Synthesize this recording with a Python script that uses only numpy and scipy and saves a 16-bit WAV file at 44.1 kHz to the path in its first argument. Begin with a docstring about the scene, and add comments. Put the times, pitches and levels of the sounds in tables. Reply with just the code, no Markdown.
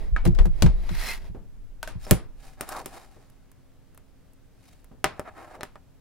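"""Fingers grip and bump a camera on a stand above a wooden desk: its shell clicks, the stand shakes and
the skin rubs and squeaks, then lets go. Near 1.8 s a plastic ruler is picked up with a hollow ring and
slapped flat. From 2.6 s a metal pencil is dragged off the desk and ticks as it turns in the fingers.
At 5 s it is put down with a knock and pushed up against the ruler.
The small room hums faintly all the way through."""
import sys
import numpy as np
from scipy import signal
from scipy.fft import rfft, irfft, next_fast_len
from scipy.io import wavfile
from scipy.ndimage import uniform_filter1d

SR = 44100
rng = np.random.default_rng(int(sys.argv[2]) if len(sys.argv) > 2 else 0)


def to_wav(sig):
    """Store sig (one row per channel, or 1-D mono) as 16-bit WAV at the path in sys.argv[1].

    Samples outside -1..1 are clipped; the rate is SR.
    """
    pcm = np.clip(np.atleast_2d(sig), -1, 1) * 32767
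    pcm = np.round(pcm).astype(np.int16)
    wavfile.write(sys.argv[1], SR, pcm.T)  # frames by channels


N = 264864
TIME = np.arange(N) / SR
SLOW_TIME = TIME[::32]   # enough for things that change slowly
HIT_SAMPLES = 2 ** 14
AGE = np.arange(HIT_SAMPLES) / SR   # seconds since a hit

# The notes the desk top rings with (a fade is a fall of 60 dB): pitch_hz, level_db, fade_s
DESK_NOTES = [(395.3, -13.5, 0.087), (599, -9.5, 0.063), (778, -13.5, 0.12), (957, -20.5, 0.079),
              (1217, -12.5, 0.033), (1750, -13, 0.051), (2527, -21, 0.054)]
# The notes the camera's shell rings with: pitch_hz, level_db, fade_s
SHELL_NOTES = [(1280, -13.5, 0.09), (1653, 3.5, 0.015), (2260, -18.5, 0.22)]
# How fast a struck surface goes quiet: pitch_hz, fade_s
SURFACE_FADES = [(200, 0.086), (700, 0.12), (2000, 0.056), (14000, 0.018)]


def ruler():
    """On edge, the plastic rings hollow. Slapped flat, it cracks and thuds into the desk, which damps it."""
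    # The ruler's hits: start_s, low_db, mid_db, high_db, top_db, room_db
    hits = [(1.8293, -2.5, -1, -8.5, -11, -6.5), (1.8754, -3.5, -6.5, -15, -19, 1.5),
            (2.067, 2.5, -11, -27, -33.5, -5), (2.11, 15.5, 16.5, 7.5, 15.5, -10.5),
            (2.1116, 27.5, 6, -9.5, -11.5, -13.5)]
    # The notes of the plastic: pitch_hz, level_db, fade_s
    plastic_notes = [(628, -4.5, 0.053), (928, -7, 0.12), (1532, -4, 0.04)]
    flat_from_s = 2.0
    out = np.zeros((2, N))
    for start_s, *levels, room_db in hits:
        notes = plastic_notes if start_s < flat_from_s else DESK_NOTES
        add(out, start_s, knock(levels, notes, ring_db=-6, contact_s=0.0022, crack_db=4.5,
                                room_db=room_db, bass_db=0.5))
    return out


def pencil():
    """Hard metal gives a very short crack; desk and barrel ring together. In the fingers it only ticks."""
    # The pencil hits desk and ruler: start_s, low_db, mid_db, high_db, top_db, room_db
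    hits = [(2.6097, 3, 1.5, -9.5, -4.5, -7), (2.6905, -16, -14, -16, -7.5, -5),
            (2.8595, 2.5, -9, -12, -7.5, -7.5), (5.043, 14, 19, 5.5, -2, -11.5),
            (5.0578, 9, 1.5, -11, -28, -3), (5.1955, 7.5, 0, -19, -15.5, -12),
            (5.609, -3.5, -3.5, -15, -30, -9), (5.6324, 1, 1, -11, -13, -10.5),
            (5.7568, -10, -9.5, -33, -40, -24)]
    # Loose parts tick inside it: start_s, top_db, body_db
    ticks = [(3.2995, -31, -32), (3.5163, -28.5, -27.5), (3.947, -31.5, -27), (3.976, -23.5, -17.5),
             (4.334, -35, -49.5), (4.8441, -28, -25)]
    # The notes of its metal barrel: pitch_hz, level_db, fade_s
    barrel_notes = [(5330, -7.5, 0.04), (9060, -3, 0.0067), (12700, -11, 0.05)]
    out = np.zeros((2, N))
    for start_s, *levels, room_db in hits:
        add(out, start_s, knock(levels, DESK_NOTES + barrel_notes, ring_db=-8, contact_s=0.00093,
                                crack_db=1, room_db=room_db, bass_db=-0.5))
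    for start_s, top_db, body_db in ticks:
        levels = [body_db + 2, body_db, top_db - 10.5, top_db]
        add(out, start_s, knock(levels, barrel_notes, ring_db=-17, contact_s=0.0031, crack_db=3.5,
                                room_db=-18, bass_db=-25))
    return out


def camera_clicks():
    """A button on the camera springs back with one hollow, quickly damped tick; then the shell clicks and
    creaks under the fingers."""
    # Clicks and creaks: start_s, low_db, mid_db, high_db, top_db, left_over_right_db, contact_s
    clicks = [(0.2525, 13.5, 1, -7.5, -8.5, 1.5, 0.014), (0.274, 15.5, -10, -12, -18, 0, 0.0081),
              (0.349, -37.5, -15.5, -20.5, -29, 6, 0.0037), (0.388, 8, 2.5, -7, -24, 7, 0.011),
              (0.455, 10.5, -8, -17.5, -16.5, -0.5, .014), (0.6223, 23, 8, 8.5, 1, 3.5, 0.0027),
              (0.662, 15, 3.5, -7.5, -18.5, -0.5, 0.035), (0.892, -7.5, -5.5, -16.5, -31, 14, 0.015)]
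    # The small plastic shell goes quiet quickly: pitch_hz, fade_s
    shell_fades = [(1000, 0.059), (14000, 0.032)]
    out = np.zeros((2, N))
    snap = knock([-1, 3, -15.5, -33.5], SHELL_NOTES, ring_db=-0.5, contact_s=0.0017, crack_db=-2,
                 room_db=-2, bass_db=5)
    add(out, start_s=0.1635, sound=snap)
    for start_s, *levels, left_db, contact_s in clicks:
        click = knock(levels, SHELL_NOTES, ring_db=-22.5, contact_s=contact_s, crack_db=-10,
                      room_db=-12, bass_db=4, fades=shell_fades)
        add(out, start_s, click * from_db([[left_db / 2], [-left_db / 2]]))
    return out


def stand_jolts(rise_s=0.0035, reach_octaves=0.87):
    """A push on the stand, or a blow carried through the desk, shakes the microphones, ringing the notes
    nearest its own pitch."""
    # Jolts to the stand (the last, at 2.11 s, is the ruler's slap coming through the desk): start_s, level_db,
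    # pitch_hz
    jolts = [(0.119, -13.5, 37.3), (0.254, -15, 124), (0.273, -12, 114), (0.397, -7.5, 41.1),
             (0.458, -20.5, 113), (0.631, -8, 108), (0.653, -3.5, 68.8), (0.906, -27.5, 113),
             (1.293, -31.5, 84), (1.951, -28.5, 86), (2.11, -10, 115)]
    # The stand's low notes: pitch_hz, level_db, fade_s
    stand_notes = [(33.2, 4, 0.2), (56, -2.5, 0.19), (99, -1, 0.093), (124, -5, 0.14), (175.2, 0, .11),
                   (346, -2, 0.14)]
    quarter_turn = np.array([[0], [np.pi / 2]])   # the two sides rock out of step
    out = np.zeros((2, N))
    for start_s, db, jolt_hz in jolts:
        shake = 0
        for hz, note_db, fade_s in stand_notes:
            nearness = np.exp(-0.5 * (np.log2(hz / jolt_hz) / reach_octaves) ** 2)
            tone = np.sin(2 * np.pi * hz * AGE + rng.uniform(0, 2 * np.pi) + quarter_turn)
            rise = 1 - np.exp(-(AGE / (rise_s + 0.19 / hz)) ** 2)
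            shake += from_db(note_db) * nearness * tone * rise * fade(fade_s)
        add(out, start_s, from_db(db) * np.sqrt(0.017 * SR) * energy_one(shake))
    return out


def desk_slides():
    """Ruler, pencil and skin slide over the desk, catching and letting go."""
    # Sliding moves: fastest_s, length_s, scuff_db, hiss_db
    moves = [(2.04, 0.08, -53, -48.5), (2.1, 0.11, -42, -47.5), (2.47, 0.22, -56.5, -56.5),
             (2.625, 0.094, -43.5, -55), (2.755, 0.21, -38.5, -44.5), (2.965, 0.16, -44.5, -51),
             (3.05, 0.88, -61, -64), (4.70, 0.34, -68, -63), (5.175, 0.094, -51.5, -68.5),
             (5.28, 0.07, -37, -61), (5.385, 0.078, -45.5, -65), (5.445, 0.31, -45.5, -61),
             (5.553, 0.05, -42, -58.5)]
    # The tone of rubbed wood: pitch_hz, level_db
    colour = [(100, -37), (300, -6.5), (600, -7), (1220, -7.5), (1600, -13), (2900, -20.5), (10500, -22),
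              (16000, -30)]
    scuff_db, hiss_db = stroke_levels(moves, rise_share=0.53)
    slide = rubbing(scuff_db, hiss_db, colour, DESK_NOTES, ring_db=-6.5, split_hz=2200,
                    slips_per_s=1500, noise_db=-3.5, dulling=0.13)
    return slide * from_db(2.2 * drift(35))


def pencil_drags():
    """The dragged pencil's scrape sinks in pitch as it slows."""
    # Scrapes: start_s, length_s, start_hz, end_hz, level_db
    drags = [(2.67, 0.19, 1196, 196, -38), (5.545, 0.098, 627, 333, -49)]
    return glides(drags, width_hz=310)


def camera_grip():
    """Fingers rub the camera. In fast strokes the skin sticks and slips, adding rough, wavering tones."""
    # Finger strokes: fastest_s, length_s, scuff_db, hiss_db
    moves = [(0.02, 0.47, -46, -56), (0.268, 0.031, -26.5, -41), (0.42, 0.097, -36.5, -52),
             (0.468, 0.036, -38, -50.5), (0.61, 0.14, -49, -54), (0.86, 0.66, -52, -60),
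             (1.1, 0.33, -46.5, -34.5), (1.26, 0.22, -51, -56)]
    # The tone of the rubbed shell: pitch_hz, level_db
    colour = [(250, -7.5), (800, -7), (2100, -4), (3300, -11), (4800, -9), (7500, -17), (11500, -13.5),
              (16000, -22.5)]
    scuff_db, hiss_db = stroke_levels(moves, rise_share=0.74)
    rub = rubbing(scuff_db, hiss_db, colour, SHELL_NOTES, ring_db=-24, split_hz=610,
                  slips_per_s=1300, noise_db=-2, dulling=0.21)
    tones = 0
    for hz in (2050, 3900, 4900):
        roughness = drift(70) / np.sqrt(hz)
        wavering_hz = hz * (1 + 0.06 * drift(8))
        tones += roughness * np.sin(2 * np.pi * np.cumsum(wavering_hz) / SR)
    tones_db = hiss_db - 6 + 0.5 * (hiss_db - hiss_db.max())
    return rub + from_db(tones_db) * rms_one(tones)


def squeaks():
    """Skin on the camera and the ruler's edge give short, thin squeaks."""
    # Squeaks: start_s, length_s, start_hz, end_hz, level_db
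    chirps = [(0.76, 0.079, 3800, 4700, -67), (1.06, 0.085, 2104, 2050, -38.5),
              (1.075, 0.058, 2510, 2680, -37.5), (2.03, 0.064, 5310, 5360, -56)]
    return glides(chirps, width_hz=28)


def fingertips():
    """Soft skin lands slowly, so the desk answers with a low thud."""
    # Fingertips land: start_s, level_db
    touches = [(1.347, -2), (3.164, -13), (4.914, -9.5)]
    out = np.zeros((2, N))
    for start_s, db in touches:
        add(out, start_s, knock([db, db - 19, db - 40, db - 48.5], DESK_NOTES, ring_db=-8.5,
                                contact_s=0.011, crack_db=25.5, room_db=3, bass_db=6))
    return out


def stand_sway():
    """The stand sways with a deep rumble while the camera is held, then settles."""
    # How strongly it sways: time_s, level_db
    sway = [(0, -29.5), (.3, -20), (.85, -25), (1.5, -41.5), (2.1, -37.5), (3.2, -56)]
    # The tone of the rumble: pitch_hz, level_db
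    colour = [(14, -2), (32, 2), (60, -21.5), (120, -27.5), (3000, -105)]
    return from_db(np.interp(TIME, *np.transpose(sway))) * steady_noise(colour)


def room_air():
    """Steady air noise with a low hum."""
    # The tone of the air: pitch_hz, level_db
    colour = [(30, -4.5), (120, -3), (260, -16), (500, -17), (1000, -26.5), (4000, -35.5), (16000, -40)]
    # The hum: pitch_hz, level_db
    hum_notes = [(264, -67.5)]
    hum = 0
    for hz, db in hum_notes:
        phase = rng.uniform(0, 2 * np.pi, (2, 1))
        hum += from_db(db) * np.sqrt(2) * np.sin(2 * np.pi * hz * TIME + phase)
    return from_db(-57) * steady_noise(colour) + hum


def knock(levels, notes, ring_db, contact_s, crack_db, room_db, bass_db, fades=SURFACE_FADES):
    """A crack as two things meet, the ring of the struck one, one dull nearby echo and the room."""
    # Where the low, mid, high and top levels sit: pitch_hz
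    bands_hz = [450, 1450, 4600, 11300]
    # How fast the room goes quiet: pitch_hz, fade_s
    room_fades = [(200, 0.41), (5000, .24), (14000, 0.12)]
    echo_s, echo_db, room_rise_s = 0.02, -15, 0.0011
    burst = rfft(rng.standard_normal(HIT_SAMPLES) * np.exp(-AGE / contact_s))
    even_burst = irfft(burst / np.abs(burst))   # every pitch equally strong
    crack = energy_one(even_burst * np.exp(-AGE / contact_s / 2))
    direct = energy_one(from_db(crack_db) * crack + dying_noise(fades))
    delayed = np.pad(direct, ((0, 0), (int(echo_s * SR), 0)))
    echo = from_db(echo_db) * uniform_filter1d(delayed, size=6)[:, :HIT_SAMPLES]
    room = from_db(room_db) * energy_one(dying_noise(room_fades) * (1 - np.exp(-AGE / room_rise_s)))
    ring = from_db(ring_db) * ringing(notes)
    bass = [(40, levels[0] + 2 * bass_db), (170, levels[0] + bass_db)]
    colour = [*bass, *zip(bands_hz, levels), (17000, levels[-1] - 9)]
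    return colour_hit(direct + echo + room + ring, colour)


def ringing(notes, scatter_db=3):
    """Fading tones, struck with new strengths each time; low ones differ most between left and right."""
    out = 0
    for hz, db, fade_s in notes:
        strength = from_db(db + rng.normal(0, scatter_db))
        phase = rng.uniform(0, 2 * np.pi) + np.array([[1], [-1]]) * 250 / hz
        out += strength * energy_one(np.sin(2 * np.pi * hz * AGE + phase) * fade(fade_s))
    return out


def dying_noise(fades):
    """Countless notes blur into noise, each octave fading at its own rate."""
    white, hz = rfft(stereo_noise(HIT_SAMPLES)), np.fft.rfftfreq(HIT_SAMPLES, 1 / SR)
    edges_hz = np.append(0, SR / 2 ** np.arange(7, 0, -1))
    out = 0
    for low, high in zip(edges_hz, edges_hz[1:]):
        band = irfft(white * ((hz >= low) & (hz < high))) * fade(at_hz(fades, (low + high) / 2))
        out += energy_one(band) * np.sqrt(2 * (high - low) / SR)
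    return out


def rubbing(scuff_db, hiss_db, colour, notes, ring_db, split_hz, slips_per_s, noise_db, dulling):
    """Tiny, uneven slips shake the rubbed thing: a dull scuff below split_hz, a hiss above."""
    sizes = from_db(3 * np.minimum(rng.exponential(1, N), 4)) * rng.choice([-1, 1], N)
    slips = rms_one(sizes * (rng.random(N) < slips_per_s / SR))
    one_slip = dying_noise(SURFACE_FADES) + from_db(ring_db) * ringing(notes)
    one_slip[:, 0] += 1   # the slip itself comes before the ring
    grain = rms_one(signal.fftconvolve(slips[None], one_slip, axes=1)[:, :N])
    noise = from_db(noise_db) * stereo_noise(next_fast_len(N))[:, :N]
    friction = colour_long(grain + noise, colour)
    scuff = rms_one(signal.sosfilt(signal.butter(3, split_hz, "low", fs=SR, output="sos"), friction))
    hiss = rms_one(signal.sosfilt(signal.butter(3, split_hz, "high", fs=SR, output="sos"), friction))
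    # a slow stroke loses its treble
    dull = signal.sosfiltfilt(signal.butter(2, 6000, fs=SR, output="sos"), hiss)
    hiss = dull + (hiss - dull) * from_db(dulling * (hiss_db - hiss_db.max()))
    return from_db(scuff_db) * scuff + from_db(hiss_db) * hiss


def stroke_levels(moves, rise_share, end_db=-19):
    """Scuff and hiss levels in dB: each stroke speeds up for rise_share of its length, then slows."""
    fastest_s, length_s, scuff_db, hiss_db = np.transpose(moves)[:, :, None]
    offset = (SLOW_TIME - fastest_s) / length_s
    away = np.maximum(-offset / rise_share, offset / (1 - rise_share))   # 0 when fastest, 1 at the ends
    levels = []
    for db, flatness in ((scuff_db, 1.4), (hiss_db, 1.7)):
        gains = from_db(db + end_db * np.minimum(away, 4) ** flatness)
        total_db = 10 * np.log10(np.sum(gains ** 2, axis=0) + 1e-14)
        levels.append(np.interp(TIME, SLOW_TIME, total_db))
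    return levels


def glides(rows, width_hz):
    """Rubbing drives a tone that swells, fades and slides: a scrape if broad, a squeak if narrow."""
    narrow = signal.butter(2, width_hz, fs=SR, output="sos")
    out = np.zeros((2, N))
    for start_s, length_s, start_hz, end_hz, db in rows:
        progress = np.linspace(0, 1, int(length_s * SR))
        phase = 2 * np.pi * np.cumsum(start_hz + (end_hz - start_hz) * progress ** 2) / SR
        flutter = signal.sosfilt(narrow, rng.standard_normal((2, HIT_SAMPLES)))[:, -len(progress):]
        tone = rms_one(flutter[0] * np.cos(phase) + flutter[1] * np.sin(phase))
        add(out, start_s, from_db(db) * np.sin(np.pi * progress) * tone)
    return out


def stereo_noise(size):
    """White noise at two microphones, more alike at some pitches than at others."""
    # How alike the two sides are: pitch_hz, likeness (-1 opposite, 1 the same)
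    likeness = [(30, -0.2), (200, 0.9), (500, 0.1), (1500, 0.8), (12000, -0.2)]
    mid, side = rfft(rng.standard_normal((2, size)))
    alike = at_hz(likeness, np.fft.rfftfreq(size, 1 / SR))
    return irfft(np.sqrt((1 + alike) / 2) * mid + np.sqrt((1 - alike) / 2) * side * [[1], [-1]], size)


def steady_noise(colour):
    """Noise of a given tone that lasts the whole scene."""
    return rms_one(colour_long(stereo_noise(next_fast_len(N)), colour))


def colour_long(x, colour):
    """Turn each pitch of a long sound up or down."""
    size = next_fast_len(N)
    gains = from_db(at_hz(colour, np.fft.rfftfreq(size, 1 / SR)))
    return irfft(rfft(x, size) * gains, size)[..., :N]


def colour_hit(x, colour):
    """Shape the tone of a hit so that nothing rings before the blow (a minimum-phase filter)."""
    gains = from_db(at_hz(colour, np.fft.rfftfreq(HIT_SAMPLES, 1 / SR)))
    cepstrum = irfft(np.log(gains))
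    cepstrum[1:HIT_SAMPLES // 2] *= 2
    cepstrum[HIT_SAMPLES // 2 + 1:] = 0
    response = irfft(np.exp(rfft(cepstrum)))
    return irfft(rfft(x, 2 * HIT_SAMPLES) * rfft(response, 2 * HIT_SAMPLES))[..., :HIT_SAMPLES]


def drift(hz):
    """A smooth random wobble, about 1 in size."""
    smooth = signal.butter(3, hz, fs=1 / SLOW_TIME[1], output="sos")
    wobble = signal.sosfilt(smooth, rng.standard_normal(len(SLOW_TIME)))
    return np.interp(TIME, SLOW_TIME, rms_one(wobble))


def fade(fade_s):
    """Fall by 60 dB every fade_s seconds."""
    return from_db(-60 * AGE / fade_s)


def from_db(db):
    """Turn decibels into a multiplier."""
    return 10 ** (np.asarray(db) / 20)


def rms_one(x):
    """Scale to an average (rms) level of 1."""
    return x / np.sqrt(np.mean(x ** 2) + 1e-20)


def energy_one(x):
    """Scale to an energy of 1 per channel."""
    return rms_one(x) / np.sqrt(x.shape[-1])


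def at_hz(points, hz):
    """Read between a table's rows, counting pitch in octaves."""
    pitches_hz, values = np.transpose(points)
    return np.interp(np.log(np.maximum(hz, 1)), np.log(pitches_hz), values)


def add(out, start_s, sound):
    """Mix a sound in at start_s."""
    i = int(round(start_s * SR))
    out[:, i:i + sound.shape[-1]] += sound[..., :N - i]


def scene():
    """Desk sounds a little to the left, camera handling and room air."""
    slides, grip = desk_slides(), camera_grip()
    desk = (ruler() + pencil() + fingertips() + slides + pencil_drags()) * from_db([[0.4], [-0.4]])
    return desk + grip + squeaks() + camera_clicks() + stand_jolts() + stand_sway() + room_air()


def record(dry):
    """The loudest peaks are clipped and the highest treble is cut."""
    clipped = np.clip(dry, -0.85, 0.85)
    return signal.sosfilt(signal.ellip(10, 0.2, 80, 15800, fs=SR, output="sos"), clipped)


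dry = scene()
out = record(dry)
to_wav(out)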